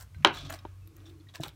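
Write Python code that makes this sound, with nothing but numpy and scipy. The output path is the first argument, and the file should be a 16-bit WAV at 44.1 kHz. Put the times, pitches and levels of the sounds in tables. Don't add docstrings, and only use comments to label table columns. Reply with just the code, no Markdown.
import sys
import numpy as np
from scipy import signal
from scipy.fft import rfft, irfft, next_fast_len
from scipy.io import wavfile
from scipy.ndimage import uniform_filter1d, map_coordinates

SR = 44100
rng = np.random.default_rng(int(sys.argv[2]) if len(sys.argv) > 2 else 0)


def how_loud(loudness_db):
    steps = np.asarray(loudness_db, float) / 20
    return 10 ** steps


def waveform_to_disk(signal):
    frames = np.transpose(np.atleast_2d(signal))
    scaled = np.clip(frames, -1, 1) * 32767
    samples = np.round(scaled).astype(np.int16)
    wavfile.write(sys.argv[1], SR, samples)


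N = 68355

# t/s, peak level/dB, tilt/(dB per octave)
RAPS = [
    (0.2476, 0, 3),
    (0.2714, -18, 3.5),
    (0.652, -38.5, -0.5),
    (1.4339, -27.5, 0),
]
# f/Hz, level/dB, t60/s
COVER_MODES = [(339.7, -9.5, 0.17), (400.7, -14, 0.21), (581, -9.5, 0.076), (939, -12, 0.067),
               (994, 9, 0.016), (1230, 5.5, 0.013), (1360, -11.5, 0.037), (1468, -8.5, 0.05),
               (1900, -5.5, 0.022), (2314, -5, 0.026), (3122, 9, 0.0079), (3800, 1.5, 0.0086),
               (5240, -10.5, .008), (6400, -17, 0.01)]
SCATTER_DB = 2
CRACK_DB, CRACK_S, CRACK_DULL_HZ = -27.5, 0.016, 6000
CONTACT_S, COVER_CUT_HZ = 0.00047, 85
OFF_AXIS_DAMPING, RAP_ROOM_DB = 2.05, 0
# f/Hz, level/dB, t60/s
FITTINGS = [(625, -54, .4), (1103, -59, 1.8), (1239, -52, 1.0), (1588, -59, 1.0), (1690, -60, 1.1),
            (2400, -60, 1.2), (2250, -50, .2), (1900, -48, .2)]
FITTING_FUZZ_HZ, FITTING_FUZZ = 25, .6

# t/s, peak level/dB, f/Hz, t60/s
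THUDS = [(.164, -23.5, 86.6, 0.05), (.185, -40, 146.4, 0.87), (.205, -39.5, 204, 0.074),
         (.44, -79, 266, 0.15), (.445, -39, 142.7, 0.16), (.503, -36.5, 664, 0.06), (.538, -38, 654, 0.056),
         (.6513, -26.5, 355.3, 0.022), (.6513, -31.5, 913, 0.033), (.6513, -34, 621, 0.026),
         (.6513, -29.5, 813, 0.017), (1.399, -23, 143, 0.066), (1.399, -27.5, 308, 0.05),
         (1.399, -32, 661, 0.04), (1.46, -45, 61, 0.25), (1.468, -38.5, 146, 0.094),
         (1.54, -57, 149, 0.055)]
# t/s, peak level/dB, f/Hz, t60/s
PINGS = [(0.341, -43.5, 3900, 0.1), (.374, -41.5, 3450, 0.17), (.500, -42, 6800, 0.04),
         (.589, -49, 5240, 0.029), (.589, -50.5, 3800, 0.037), (1.056, -55, 3600, 0.082),
         (1.058, -59, 5600, 0.078), (1.070, -53, 3500, .05), (1.097, -52, 3600, .03),
         (1.287, -50.5, 3850, 0.048), (1.27, -57.5, 1900, 0.057), (1.290, -55, 3350, .05),
         (.147, -55.5, 1550, 0.097), (1.2, -58, 4200, .025), (0.82, -68, 2600, .3), (.966, -67, 1900, .3),
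         (.150, -63, 4100, .1), (1.366, -47, 1000, .04), (1.2, -51.5, 320, 0.13)]
THUD_RISE_CYCLES = 0.54

# t/s, peak level/dB, f/Hz, life/s
TICKS = [(.009, -41, 5220, 0.0058), (0.146, -45.5, 2260, 0.0083), (.224, -52, 2160, 0.048),
         (.386, -44.5, 3535, 0.069), (.501, -48, 6640, 0.0038), (0.502, -42.5, 13000, 0.019),
         (.526, -34.5, 3350, 0.0034), (0.54, -33, 4340, 0.0045), (.590, -55, 15100, 0.006),
         (0.59, -49.5, 3300, 0.013), (.874, -49.5, 13590, 0.012), (1.434, -34.5, 7800, 0.0099),
         (1.291, -55, 1900, 0.012), (0.965, -51.5, 7000, 0.005), (1.003, -53.5, 3590, 0.0064),
         (1.1, -50.5, 3550, 0.0055), (.2717, -35.5, 6400, 0.0082), (1.208, -57.5, 3554, 0.011),
         (0.348, -46, 13200, 0.0058), (1.349, -44, 3090, 0.022), (1.356, -36.5, 1598, 0.012),
         (1.357, -32.5, 4760, 0.0053), (1.406, -44, 8100, 0.0051), (1.423, -46, 3200, 0.0035),
         (1.456, -46, 3500, .008), (1.466, -39, 1620, 0.0041), (1.482, -34, 3840, 0.004),
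         (1.4805, -43, 13000, 0.0089), (1.491, -39.5, 3500, 0.0045), (1.534, -64.5, 3585, 0.0025),
         (0.256, -31, 3600, 0.007), (0.451, -41.5, 3760, 0.0042), (.471, -40, 3550, 0.0034),
            (0.505, -41, 2440, 0.0055), (0.506, -23, 1630, 0.0024), (0.516, -37, 2440, 0.0036),
            (.526, -36, 8200, 0.0045), (.537, -41, 8420, 0.0035), (.546, -40, 5400, 0.0053),
            (1.379, -48, 5350, .004), (1.418, -41, 5000, .004), (1.43, -37, 4460, 0.0037),
            (1.4352, -25.5, 3387, 0.01), (1.4345, -38, 14000, 0.0036), (1.439, -33.5, 3340, 0.0049),
            (1.447, -49, 5050, 0.0053), (1.459, -45, 3440, 0.0025), (1.462, -33.5, 890, 0.0075),
            (1.473, -55, 4000, 0.0023), (.875, -52.5, 3506, 0.0038), (0.967, -46, 13900, .006)]
TICK_Q, TICK_RISE_S = 5, .0002
TICK_SNAP_DB, SNAP_DB_PER_OCTAVE, SNAP_SHORTER = -12, 4, 2.5

# start t/s, length/s, card level/dB, skin level/dB, sliding bead level/dB
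RUBS = [(-.02, 0.036, -56, -49.5, -88), (0.006, 0.027, -74, -59, -76), (0.106, 0.29, -67, -88, -86),
        (0.322, 0.061, -49.5, -62, -46), (0.35, 0.18, -55.5, -93, -52), (0.497, 0.0047, -37, -45.5, -76.5),
        (0.514, 0.032, -47, -49, -79), (0.541, 0.15, -65, -96, -82), (0.916, 0.2, -67, -76, -84),
        (1.048, 0.03, -75.5, -81, -62.5), (1.085, 0.015, -93, -71, -80.5), (1.283, 0.02, -66, -86, -64),
        (1.334, 0.025, -53.5, -62, -53), (1.402, 0.028, -56.5, -59, -58), (1.43, 0.036, -49.5, -56, -58),
        (1.467, 0.024, -65, -61, -82), (1.353, .006, -63, -48, -68)]
# f/Hz, width/Hz, level/dB
CARD = [(632, 110, 0.5), (1234, 80, 2.5), (1610, 550, -10.5), (2480, 480, -4), (3300, 2400, -14),
        (6430, 500, -12.5)]
# f/Hz, width/Hz, level/dB
BEADS = [(2400, 300, -11), (3450, 450, 1.5), (3900, 330, 1), (4370, 300, -2), (5700, 2000, -5.5),
         (7000, 3300, -15.5)]
# f/Hz, level/dB
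SKIN = [(300, -34), (700, -9), (1500, -0.5), (3000, -16), (8000, -5), (10500, -12.5), (13000, -12),
        (16000, -6.5)]
GRAINS_PER_S, GRAIN_DB, RUB_NOISE, STICK_SLIP_DB = 3900, 1.5, .8, 2.2
RUB_RISE_SHARE, RUB_SAG_DB = .33, 3
RUB_FALL_S, RUB_FALL_PER_S = .009, .12

# t/s, level/dB, f/Hz
DRAG = [(0.429, -52, 267.5), (0.46, -53, 278.6), (.55, -56, 308.4), (.6, -68.5, 320.3), (0.819, -81, 312.1),
        (0.86, -64, 318.8), (0.921, -56, 327.2), (1.0, -62.5, 319.2), (1.101, -57.5, 327.3),
        (1.202, -61.5, 310.2), (1.331, -73, 305), (1.431, -45.5, 306), (1.49, -72.5, 298.4),
        (1.55, -64, 285)]
DRAG_WIDTH_HZ, DRAG_STEADY = 89, .8
DRAG_UPPER_RATIO, DRAG_UPPER_DB = 1.3, -10.5

# f/Hz, t60/s
ROOM_DECAY = [(200, 0.28), (1000, 0.2), (2200, 0.28), (4000, 0.16), (12000, 0.13)]
# delay t/s, level/dB
WALLS = [
    (0.011, -28.5),
    (0.026, -26),
]
ROOM_DB, ROOM_DELAY_S, ROOM_DULL_HZ = -11, .003, 5000

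# t/s, twice the shaft rate f/Hz, level/dB, load/dB
MOTOR = [(0, 93.45, -57, 7), (.15, 91.2, -55.5, 1), (.3, 92.3, -53, 9), (.5, 92.53, -48.5, 14),
         (0.598, 92.04, -52, -4), (0.849, 95.05, -49, -22), (0.949, 94.14, -62, 4.5),
         (0.998, 97.34, -49.5, -14), (1.167, 89.8, -56.5, 14.5), (1.25, 98.15, -51.5, 1),
         (1.36, 95.6, -61, -0.5), (1.55, 102.2, -63.5, 6)]
# order, level/dB, share of load
ORDERS = [(1, -2, 0.12), (2, 0.5, 0), (3, -16.5, 0.96)]
FLUTTER_DB, FLUTTER_HZ = -0.5, 17
MAINS_HZ, MAINS_DB = 60.4, -58.5
# f/Hz, level/dB per Hz
RUMBLE = [(30, -44.5), (45, 13.5), (70, 16.5), (130, 2), (250, -33.5)]
RUMBLE_DB, RUMBLE_DB_PER_S = -52.5, -10
# f/Hz, level/dB per Hz
AIR = [(15, -45.5), (38, -14.5), (108, -2), (212, -19), (754, -30.5), (1100, -26.5), (1840, -33.5),
       (2410, -32), (16000, -42.5)]
AIR_DB = -60

LOW_CUT_HZ, TOP_HZ, LIMIT = 17, 15900, .87


def raps(damping):
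    out, t = np.zeros(N + SR), np.arange(SR // 3) / SR
    hz, level, t60 = np.transpose(COVER_MODES)[:, :, None]
    dull = signal.butter(2, CRACK_DULL_HZ, fs=SR, output="sos")
    for s, db, tilt in RAPS:
        vary = SCATTER_DB * rng.standard_normal(hz.shape)
        mode_db = level + vary + tilt * np.log2(hz / 1000) - 60 * t * damping / t60
        ring = (how_loud(mode_db) * np.sin(2 * np.pi * hz * t)).sum(0)
        noise = signal.sosfilt(dull, rng.standard_normal(len(t)))
        crack = how_loud(CRACK_DB + 2 * tilt - 60 * t / CRACK_S) * noise
        onset = (1 - np.exp(-t * damping / CONTACT_S)) ** 2
        out[round(s * SR):][:len(t)] += how_loud(db) * (ring / 3 + crack) * onset
    return low_cut(out[:N], COVER_CUT_HZ)


def fittings():
    t = np.clip(np.arange(N) / SR - RAPS[0][0], 0, None)
    out = np.zeros(N)
    for hz, db, t60 in FITTINGS:
        fuzz = 1 + FITTING_FUZZ * wobble(FITTING_FUZZ_HZ)
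        out += how_loud(db - 60 * t / t60) * fuzz * np.sin(2 * np.pi * hz * t)
    return out


def thuds():
    out, t = np.zeros(N + SR), np.arange(SR // 3) / SR
    for s, db, hz, t60 in THUDS + PINGS:
        swell = 1 - np.exp(-t * hz / THUD_RISE_CYCLES)
        out[round(s * SR):][:len(t)] += how_loud(db - 60 * t / t60) * swell * np.sin(2 * np.pi * hz * t)
    return out[:N]


def ticks():
    out, t = np.zeros(N + SR), np.arange(SR // 20) / SR
    for s, db, hz, life in TICKS:
        steps = uniform_filter1d(rng.standard_normal(len(t)), size=6)
        drift = np.cumsum(steps) * np.sqrt(2 * np.pi * hz / TICK_Q / SR)
        snap_db = TICK_SNAP_DB + SNAP_DB_PER_OCTAVE * np.log2(hz / 3000) - 30 * SNAP_SHORTER * t / life
        body = np.sin(2 * np.pi * hz * t + drift) + how_loud(snap_db) * rng.standard_normal(len(t))
        envelope = how_loud(db - 30 * t / life) * (1 - np.exp(-t / TICK_RISE_S))
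        out[round(s * SR):][:len(t)] += envelope * body
    return out[:N]


def rubs():
    t = np.arange(N) / SR
    struck = rng.random(N) < GRAINS_PER_S / SR
    grains = struck * how_loud(GRAIN_DB * rng.exponential(size=N)) * rng.standard_normal(N)
    hiss = rng.standard_normal(N)
    slow = uniform_filter1d(uniform_filter1d(hiss, size=150), size=90)
    stick_slip = how_loud(STICK_SLIP_DB * unit(slow))
    scratch = (unit(grains) + RUB_NOISE * hiss) * stick_slip
    card = resonant(scratch, CARD)
    skin = coloured(scratch, SKIN)
    beads = low_cut(resonant(scratch, BEADS), 1800)
    layers = np.array([card, skin, beads])
    out = np.zeros(N)
    for s, length, *db in RUBS:
        rise = np.clip((t - s) / (RUB_RISE_SHARE * length), 0, 1) ** 2
        sag = how_loud(-RUB_SAG_DB * np.clip((t - s) / length, 0, 2))
        fall_s = RUB_FALL_S + RUB_FALL_PER_S * length
        fall = np.exp(-np.clip(t - s - length, 0, None) / fall_s)
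        out += rise * sag * fall * (how_loud(db) @ layers)
    return out


def drag():
    s, db, hz = np.transpose(DRAG)
    t = np.arange(N) / SR
    fuzz = wobble(DRAG_WIDTH_HZ) + 1j * wobble(DRAG_WIDTH_HZ)
    turn = 2j * np.pi * np.cumsum(np.interp(t, s, hz)) / SR
    lower = (DRAG_STEADY + fuzz) * np.exp(turn)
    upper = how_loud(DRAG_UPPER_DB) * fuzz[::-1] * np.exp(DRAG_UPPER_RATIO * turn)
    return how_loud(np.interp(t, s, db, left=-120, right=-120)) * unit(np.real(lower + upper))


def room(x):
    hz, t, z = signal.stft(rng.standard_normal(SR // 2), SR, nperseg=256)
    decay = how_loud(-60 * t / along(ROOM_DECAY, hz)[:, None])
    tail = signal.istft(z * decay, SR, nperseg=256)[1]
    tail = how_loud(ROOM_DB) * tail / np.linalg.norm(tail)
    tail = np.pad(tail, (round(ROOM_DELAY_S * SR), 0))
    for s, db in WALLS:
        tail[round(s * SR)] += how_loud(db)
    dull = signal.butter(2, ROOM_DULL_HZ, fs=SR, output="sos")
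    return signal.fftconvolve(signal.sosfilt(dull, x), tail)[:N]


def hum():
    s, hz, db, load = np.transpose(MOTOR)
    t = np.arange(N) / SR
    fade_db = RUMBLE_DB_PER_S * t
    turn = np.pi * np.cumsum(np.interp(t, s, hz)) / SR
    lines = np.zeros(N)
    for k, level, share in ORDERS:
        flutter_db = FLUTTER_DB * wobble(FLUTTER_HZ)
        line_db = level + (k == 1) * fade_db + share * np.interp(t, s, load) + flutter_db
        lines += how_loud(line_db) * np.sin(k * turn + 6 * rng.random())
    rumble = how_loud(RUMBLE_DB + fade_db) * coloured(rng.standard_normal(N), RUMBLE)
    mains = how_loud(MAINS_DB + fade_db) * np.sin(2 * np.pi * MAINS_HZ * t)
    air = how_loud(AIR_DB) * coloured(rng.standard_normal(N), AIR)
    return np.sqrt(2) * how_loud(np.interp(t, s, db)) * lines + mains + rumble + air


def unit(x):
    return x / np.sqrt(np.mean(x ** 2) + 1e-20)


def along(points, hz):
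    f, v = np.transpose(points)
    return np.interp(np.log(hz + 1), np.log(f + 1), v)


def filtered(x, response):
    m = next_fast_len(N + SR // 2)
    return irfft(rfft(x, m) * response(np.fft.rfftfreq(m, 1 / SR)), m)[:N]


def coloured(x, spectrum):
    return unit(filtered(x, lambda hz: how_loud(along(spectrum, hz)) * (hz > spectrum[0][0]) * (hz < TOP_HZ)))


def resonant(x, peaks):
    def response(f):
        total = 0
        for k, (centre, width, db) in enumerate(peaks):
            loss = 1j * f * width
            total = total + (-1) ** k * how_loud(db) * loss / (centre * centre - f * f + loss)
        return total
    return unit(filtered(x, response))


def wobble(rate):
    return map_coordinates(rng.standard_normal(N // 50), [np.arange(N) * rate / SR])


def low_cut(x, cut_hz):
    return signal.sosfilt(signal.butter(4, cut_hz, "high", fs=SR, output="sos"), x)


def scene():
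    small = low_cut(ticks() + rubs(), COVER_CUT_HZ)
    off_axis = how_loud(RAP_ROOM_DB) * OFF_AXIS_DAMPING * raps(OFF_AXIS_DAMPING)
    wet = room(small + off_axis)
    return (raps(0.99) + small + wet + thuds() + drag() + fittings() + hum())[None]


def roll_off(x):
    return signal.sosfilt(signal.butter(12, 16680, fs=SR, output="sos"), x)


def record(dry):
    x = low_cut(dry[0], LOW_CUT_HZ)
    x = x / (1 + np.abs(x / LIMIT) ** 6) ** (1 / 6)
    mix = filtered(x, lambda hz: 1 / (1 + (hz / TOP_HZ) ** 80))[None]
    return roll_off(mix)


dry = scene()
out = record(dry)
waveform_to_disk(out)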